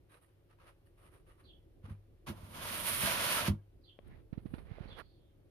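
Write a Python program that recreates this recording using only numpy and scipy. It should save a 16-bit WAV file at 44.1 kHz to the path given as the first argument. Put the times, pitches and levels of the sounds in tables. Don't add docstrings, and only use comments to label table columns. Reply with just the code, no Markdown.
import sys
import numpy as np
from scipy import signal
from scipy.fft import rfft, irfft, next_fast_len
from scipy.io import wavfile

SR = 44100
rng = np.random.default_rng(int(sys.argv[2]) if len(sys.argv) > 2 else 0)


def transcribe(u):
    v = np.clip(np.atleast_2d(u).T, -1, 1)
    q = np.round(v * 32767).astype(np.int16)
    wavfile.write(sys.argv[1], SR, q)


N = 242934
FFT = next_fast_len(N)
TIME = np.arange(N) / SR
HZ = np.maximum(np.fft.rfftfreq(FFT, 1 / SR), 1)

# (frequency [Hz], left-right likeness)
LIKENESS = [(60, 0.76), (250, 0.66), (2000, 0.33), (5000, 0.051)]
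# (frequency [Hz], left's phase lead [rad])
PHASE_LEAD = [(150, .2), (1500, 1.7)]
# (frequency [Hz], left-right [dB])
PORT_BALANCE = [(800, -1.5), (9000, -3.5), (14000, -16.5)]

# (frequency [Hz], density [dB per Hz])
ROOM_SPECTRUM = [(40, -3.5), (75, 0.5), (125, -9), (230, -17), (341, -6.5), (420, -13), (970, -26.5),
                 (3230, -34), (7650, -46), (10200, -38), (15500, -43)]
RUB_SPECTRUM = [(240, -14), (400, 9), (871, 1), (2010, -3.5), (4180, -13.5), (7000, -37), (9100, -83)]
HANDLING_SPECTRUM = [(70, 2.5), (200, -6.5), (450, -21), (900, -74)]
SOFT_GRIT_SPECTRUM = [(6500, -51), (8300, -2.5), (9800, 6.5), (11500, -1.5), (15500, -24)]
RUSTLE_SPECTRUM = [(290, -32), (500, -1.5), (804, -11.5), (1250, -2.5), (1440, -9), (2900, -15),
                   (7000, -34), (9100, -88)]
SCRAPE_SPECTRUM = [(820, -32), (1400, -4.5), (3140, -4.5), (7000, -17.5), (9100, -47)]
GRIT_SPECTRUM = [(4710, -47.5), (8000, -15.5), (8360, -2), (9870, 4.5), (11500, -0.5), (15500, -13.5)]
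WEIGHT_SPECTRUM = [(150, -33), (250, -8.5), (423, -8.5), (598, 2), (804, -7), (949, 2), (1400, -8.5),
                   (1820, -34.5), (3080, -120)]

# (time [s], rumble level [dB], drone level [dB])
SWELL = [(0, -67, -85), (.42, -71.5, -77), (.52, -68.5, -71), (1.15, -62.5, -68), (2.0, -63, -64.5),
         (5.51, -64, -69)]
# (frequency [Hz], level [dB])
HUM = [(102.3, -71), (150.7, -81.5), (349.9, -83.5), (549.1, -85.5)]

# (time after start [s], length [s], from [Hz], to [Hz], relative level [dB])
CHIRP_NOTES = [(.003, .022, 4520, 4400, 0), (.003, .024, 4120, 3980, 1), (.014, .03, 3650, 2900, -5),
               (.04, .04, 3600, 3150, 8), (.052, .028, 3200, 2800, 1)]
# (start [s], level [dB], time stretch [ratio])
CHIRPS = [(1.434, -64.5, 0.97), (3.83, -65, 0.91), (4.872, -59, 0.77)]
# (start [s], length [s], from [Hz], to [Hz], level [dB])
FAINT_NOTES = [(3.806, .025, 4950, 4520, -80), (4.93, 0.25, 4450, 4290, -74.5), (5.0, .33, 3555, 3310, -80)]

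# (time [s], peak [dB], left-right [dB], tilt [dB per octave])
TICKS = [(3.9896, -41, 10.5, -6), (4.784, -42, -14, -15)]
# (frequency [Hz], relative level [dB], t60 [s])
CASING_MODES = [(583, 4, 0.012), (1090, -13, 0.027), (2220, 16.5, 0.0014), (3200, 3.5, 0.022)]
# (time [s], push level [dB], contact scale [ms], scuff level [dB])
KNOCKS = [(4.327, -24, 3.06, -61), (4.376, -24, 2.84, -64.5), (4.456, -24, 2.68, -64.5),
          (4.537, -22.5, 2.45, -54), (4.58, -41, 2.3, -59.5), (4.712, -27.5, 4.5, -71),
          (4.805, -26.5, 4.1, -81), (4.855, -34.5, 2.74, -76)]
# (start [s], length [s], rub level [dB], brightness [dB],
# rumble level [dB], left-right [dB] of the rub)
STROKES = [(3.973, 0.29, -68, -23.5, -55, 4.5), (4.07, 0.021, -86, 7, -70, 0),
           (4.276, 0.33, -82, -10.5, -56, -6), (4.388, 0.34, -70, -8.5, -55.5, 2),
           (4.545, 0.58, -62, -28.5, -54, -5), (4.957, 0.073, -62, -21.5, -68, -21.5)]
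# (start [s], length [s], frequency [Hz], level [dB])
RASPS = [(4.1, .07, 2000, -75), (4.66, .12, 2150, -75), (4.976, .044, 1500, -56)]

# (frequency [Hz], relative level [dB], unloaded t60 [s])
SHELF_MODES = [(82.5, 0, 0.015), (101.2, -3.5, 0.31), (148, -3.5, 0.15), (206.3, 2.5, 0.11),
               (329, -8, 0.147)]
SHELF_LEAN_DB = [-11.0, 1.5, -2.5, -1.5, -13.5]
# (time [s], rumble level [dB])
JOLTS = [(1.88, -51), (2.279, -45), (3.031, -40.5)]
# (time [s], strike level [dB], contact [ms])
BUMPS = [(1.837, -38.5, 7.1), (1.904, -34, 6.4), (2.299, -37.5, 1.5), (2.426, -38.5, 7.3),
         (3.481, -26, 2.23), (3.4852, -23.5, 5.87), (3.4969, -23, 3.36), (3.522, -31, 3.43)]

# (start [s], start to decay [s], level before offset [dB], brightness [dB], hollow pitch [Hz])
PRESSES = [(0.085, 0.06, -57.5, -7.5, 1600), (0.208, 0.018, -61.5, 0, 1190),
           (0.27, 0.0086, -73.5, -21, 2500), (0.485, 0.047, -64, -15, 1190), (0.578, 0.058, -58, -15, 1050),
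           (0.648, 0.02, -53.5, -12, 1190), (0.85, .01, -63, 1, 1860), (0.967, 0.11, -61.5, -7, 1236),
           (1.108, 0.033, -57, -6.5, 985), (1.255, 0.062, -59.5, -8.5, 1200),
           (1.365, 0.077, -65.5, -10.5, 1120), (1.826, 0.026, -51, -16.5, 860),
           (1.874, 0.022, -49.5, -12.5, 1000)]
POT_MODES = [1, 1.56, 2.4]

# (time [s], scrape level [dB], brightness [dB])
DRAG = [(2.34, -70.5, -4), (2.506, -68.5, 0.5), (2.57, -53.5, -3.5), (2.638, -49.5, -1.5),
        (2.874, -45, 3.5), (3.005, -42, 2.5), (3.07, -37.5, -1), (3.19, -41, -4), (3.284, -40.5, -1),
        (3.394, -38, -2), (3.45, -43.5, -4.5), (3.48, -39.5, -4.5), (3.51, -58.5, -5.5)]
TRAY_MODES_HZ = [612, 681, 944, 1038, 1140, 1315, 1395, 1633, 1920, 2220, 3120]
# (start [s], frequency [Hz], level [dB])
CATCHES = [(2.78, 990, -52.5), (3.061, 643, -44), (3.33, 950, -46), (3.345, 1323, -41)]

ROOM_DB, DRONE_HZ = -68, 34.4
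WARBLE_HZ, GARDEN_T60_S, BIRD_PAN_DB = 115, 0.27, -4
CASE_HZ, KNOCK_LEFT_DB = 67, -28
RASP_T60_S = 0.005
SHAKE_DB, SHAKE_FOLLOWS = -51, 0.37
JOLT_RISE_MS, JOLT_T60_S = 2.6, 0.187
PRESS_OFFSET_DB = 9.5
PRESS_RISE_MS, PRESS_T60_S = 32, 0.2
HOLLOW_DB, HOLLOW_T60_S = -5, 0.023
SEIZE_S, SEIZE_HOLD_S, SEIZE_DB, SEIZE_BRIGHT_DB = 2.262, 0.025, -53, -8
STOP_S, STOP_T60_S = 3.485, 0.16
SLIDE_DB = -47
WEIGHT_DB, WEIGHT_PER_BRIGHT, WEIGHT_PER_LEVEL = -4, -0.65, -0.31
TRAY_DB, TRAY_T60_S, TRAY_FLARE_DB = -5, 0.11, 6
CATCH_S, CATCH_T60_S = 0.075, 0.05
CUTOFF_HZ = 15480


def amp(db):
    return 10 ** (np.asarray(db) / 20)


def rms_one(x):
    return x / np.sqrt(np.mean(x ** 2) + 1e-20)


def in_time(rows):
    times_s, *columns = np.transpose(rows)
    return [np.interp(TIME, times_s, column) for column in columns]


def at_hz(points):
    hz, value = np.transpose(points)
    return np.interp(np.log(HZ), np.log(hz), value)


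def pan(left_right_db):
    return amp(np.multiply.outer([0.5, -0.5], left_right_db))


def drift(rate_hz):
    r = np.exp(-2 * np.pi * rate_hz / SR)
    wander = signal.lfilter([1], [1, -2 * r, r * r], rng.standard_normal(N + SR))
    return rms_one(wander[SR:])


def coloured(inputs, spectrum, balance_db=0):
    mid, side = rfft(inputs, FFT)
    alike = np.clip(at_hz(LIKENESS), 0, 1)
    sign = np.array([[1], [-1]])
    pair = np.sqrt(1 + alike) * mid + np.sqrt(1 - alike) * side * sign
    pair = pair * np.exp(0.5j * at_hz(PHASE_LEAD) * sign)
    pair = pair * amp(at_hz(spectrum)) * pan(balance_db + 0 * HZ)
    out = irfft(pair, FFT)[:, :N]
    return out / np.std(out.mean(axis=0))


def grains(per_s, spread_db):
    sizes = amp(spread_db * np.minimum(rng.exponential(1, (2, N)), 5))
    signs = rng.choice([-1, 1], (2, N))
    return sizes * signs * (rng.random((2, N)) < per_s / SR)


def rubbing(bands, per_s, spread_db, flicker_db):
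    contacts = grains(per_s, spread_db) * amp(flicker_db * drift(11.2))
    balance_db = at_hz(PORT_BALANCE)
    return sum(gain * coloured(contacts, spectrum, balance_db) for gain, spectrum in bands)


def ring(force, hz, t60_s):
    r, w = amp(-60 / (t60_s * SR)), 2 * np.pi * hz / SR
    return signal.lfilter([0, np.sin(w)], [1, -2 * r * np.cos(w), r * r], force + 1e-18)


def push(start_s, length_ms):
    done = np.clip((TIME - start_s) / (length_ms / 1000), 0, 1)
    return np.sin(np.pi * done) ** 2


def burst(start_s, rise_ms, t60_s):
    age_s, rise_s = np.maximum(TIME - start_s, 0), rise_ms / 1000
    return np.minimum(age_s / rise_s, 1) * amp(-60 * np.maximum(age_s - rise_s, 0) / t60_s)


def stroke(start_s, length_s):
    return np.sin(np.pi * np.clip((TIME - start_s) / length_s, 0, 1))


def room():
    air = coloured(rng.standard_normal((2, N)), ROOM_SPECTRUM)
    rumble = signal.sosfilt(signal.butter(2, 700, fs=SR, output="sos"), air)
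    hiss = air - rumble
    rumble_db, drone_db = in_time(SWELL)
    hum = 0
    for hz, db in HUM + [(DRONE_HZ, drone_db)]:
        level = amp(db + 0.58 * drift(10)) * np.sqrt(2)
        hum = hum + level * np.sin(2 * np.pi * hz * TIME + 0.71 * drift(6.6))
    return amp(rumble_db + 2.7 * drift(5.0)) * rumble + amp(ROOM_DB) * hiss + hum


def whistle(notes, warble_hz):
    out, warble = np.zeros(N), warble_hz * drift(330)
    for start_s, length_s, from_hz, to_hz, db in notes:
        on = slice(int(start_s * SR), int((start_s + length_s) * SR))
        done = (TIME[on] - TIME[on][0]) / length_s
        hz = from_hz + (to_hz - from_hz) * done + warble[on]
        envelope = amp(db) * np.sqrt(np.sin(np.pi * done))
        out[on] += envelope * np.sin(2 * np.pi * np.cumsum(hz) / SR)
    return out


def birds():
    calls = whistle(FAINT_NOTES, 2 * WARBLE_HZ)
    for start_s, db, stretch in CHIRPS:
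        notes = [(start_s + stretch * t, stretch * length_s, *note)
                 for t, length_s, *note in CHIRP_NOTES]
        calls += amp(db) * whistle(notes, WARBLE_HZ)
    tail_s = TIME[:SR // 2]
    echoes = rng.standard_normal((2, len(tail_s))) * amp(-60 * tail_s / GARDEN_T60_S)
    echoes /= np.sqrt(np.sum(echoes ** 2, axis=1, keepdims=True))
    echoes[:, 0] += 0.12
    return signal.fftconvolve(calls[None], echoes, axes=1)[:, :N] * pan([BIRD_PAN_DB])


def ticks():
    out = np.zeros((2, N))
    for start_s, db, pan_db, tilt_db in TICKS:
        click = -push(start_s, 0.32) / 5
        modes = sum(amp(mode_db + tilt_db * np.log2(hz / 1000)) * ring(click, hz, t60_s)
                    for hz, mode_db, t60_s in CASING_MODES)
        out += amp(db) * modes / np.abs(modes).max() * pan([pan_db])
    return out


def knocks():
    force, scuff_level = 0, 0
    for start_s, db, ms, scuff_db in KNOCKS:
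        suction = 0.53 * push(start_s - ms / 4000, ms)
        force = force + amp(db) * (push(start_s + ms / 2000, 1.297 * ms) - suction)
        scuff_level = scuff_level + amp(scuff_db) * burst(start_s, 3.6, 0.11)
    leak = signal.bilinear([1, 0], [1, 2 * np.pi * CASE_HZ], SR)
    thud = signal.lfilter(*leak, force + 1e-18)
    scuff = scuff_level * coloured(rng.standard_normal((2, N)), RUB_SPECTRUM)
    return thud * amp([[KNOCK_LEFT_DB], [0]]) + scuff * pan([-10])


def grip():
    body, treble, low = 0, 0, 0
    for start_s, length_s, db, bright_db, rumble_db, pan_db in STROKES:
        shape = stroke(start_s, length_s)
        body = body + amp(db) * shape ** 2 * pan([pan_db])
        treble = treble + amp(db + bright_db) * shape ** 2 * pan([pan_db])
        low = low + amp(rumble_db) * shape
    bands = [(body, RUB_SPECTRUM), (treble, SOFT_GRIT_SPECTRUM)]
    rub = rubbing(bands, per_s=1500, spread_db=2.0, flicker_db=1.5)
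    noise = rfft(rng.standard_normal((2, FFT)))
    rumble = rms_one(irfft(noise * amp(at_hz(HANDLING_SPECTRUM)), FFT)[:, :N])
    rumble = low * amp(1.5 * drift(22.0)) * rumble
    slips = grains(1500, 1.6)[0]
    rasp = 0
    for start_s, length_s, hz, db in RASPS:
        rung = ring(ring(slips, hz, RASP_T60_S), hz, RASP_T60_S / 5)
        rasp = rasp + amp(db) * np.sqrt(np.abs(stroke(start_s, length_s))) * rms_one(rung)
    return rub + rumble * pan([-9]) + rasp * pan([-20])


def slide():
    db, bright_db = in_time(DRAG)
    db = db - 60 * np.maximum(TIME - DRAG[-1][0], 0) / STOP_T60_S
    held_until_s = SEIZE_S + SEIZE_HOLD_S
    to_drag = np.clip((TIME - held_until_s) / (DRAG[0][0] - held_until_s), 0, 1)
    db = SEIZE_DB + to_drag * (db - SEIZE_DB)
    bright_db = np.where(TIME < held_until_s, SEIZE_BRIGHT_DB, bright_db)
    return db, bright_db, np.clip((TIME - SEIZE_S) / 0.013, 0, 1)


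def shelf():
    db, _, on = slide()
    level = on * (TIME < STOP_S) * amp(SHAKE_DB + SHAKE_FOLLOWS * (db - SLIDE_DB))
    level = level + sum(amp(jolt_db) * burst(start_s, JOLT_RISE_MS, JOLT_T60_S)
                        for start_s, jolt_db in JOLTS)
    shaking = 0
    for hz, mode_db, t60_s in SHELF_MODES:
        noise = rng.standard_normal(N) + 0.69 * rng.standard_normal((2, N))
        shaking = shaking + amp(mode_db) * ring(noise, hz, t60_s / 3.5)
    force = sum(amp(bump_db) * push(start_s, ms) / (ms * SR / 2000) for start_s, bump_db, ms in BUMPS)
    force = signal.sosfilt(signal.butter(4, 55, "high", fs=SR, output="sos"), force)
    struck = sum(amp(mode_db) * pan([lean_db]) * ring(force, hz, t60_s)
                 for (hz, mode_db, t60_s), lean_db in zip(SHELF_MODES, SHELF_LEAN_DB))
    return level * rms_one(shaking) + struck


def fingers():
    body, treble, hollow = 0, 0, np.zeros((2, N))
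    crumbs = grains(400, 5.2)
    for start_s, held_s, db, bright_db, hz in PRESSES:
        age_s = TIME - start_s
        rise = np.clip(age_s / PRESS_RISE_MS * 1000, 0, 1)
        decay = amp(-60 * (age_s - held_s) / PRESS_T60_S)
        shape = amp(db - PRESS_OFFSET_DB) * np.minimum(rise, decay)
        body, treble = body + shape, treble + amp(bright_db) * shape
        on = slice(int(start_s * SR), int((start_s + 0.5) * SR))
        modes = sum(ring(crumbs[:, on], m * hz, HOLLOW_T60_S) / m for m in POT_MODES)
        hollow[:, on] += shape[on] * rms_one(modes)
    bands = [(body, RUSTLE_SPECTRUM), (treble, SOFT_GRIT_SPECTRUM)]
    crunch = rubbing(bands, per_s=1800, spread_db=-0.5, flicker_db=3.0)
    return crunch + amp(HOLLOW_DB) * hollow


def panels():
    modes = 0
    for hz in TRAY_MODES_HZ:
        flare = amp(TRAY_FLARE_DB * drift(17.0)) * pan([rng.normal(-2.2, 3.5)])
        modes = modes + flare * ring(rng.standard_normal(N), hz, TRAY_T60_S)
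    return rms_one(modes)


def tray():
    db, bright_db, on = slide()
    weight_db = WEIGHT_DB + WEIGHT_PER_BRIGHT * bright_db + WEIGHT_PER_LEVEL * (db - SLIDE_DB)
    bands = [(1, SCRAPE_SPECTRUM), (amp(bright_db), GRIT_SPECTRUM), (amp(weight_db), WEIGHT_SPECTRUM)]
    grind = rubbing(bands, per_s=11000, spread_db=1.5, flicker_db=1.5)
    catches = 0
    for start_s, hz, catch_db in CATCHES:
        song = rms_one(ring(rng.standard_normal(N), hz, CATCH_T60_S))
        catches = catches + amp(catch_db) * stroke(start_s, CATCH_S) * song
    return on * amp(db) * (grind + amp(TRAY_DB + weight_db) * panels()) + catches


def scene():
    return room() + birds() + ticks() + knocks() + grip() + shelf() + fingers() + tray()


def record(dry):
    wet = signal.sosfilt(signal.butter(4, 30, "high", fs=SR, output="sos"), dry)
    return signal.sosfilt(signal.ellip(14, 0.5, 85, CUTOFF_HZ, fs=SR, output="sos"), wet)


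dry = scene()
out = record(dry)
transcribe(out)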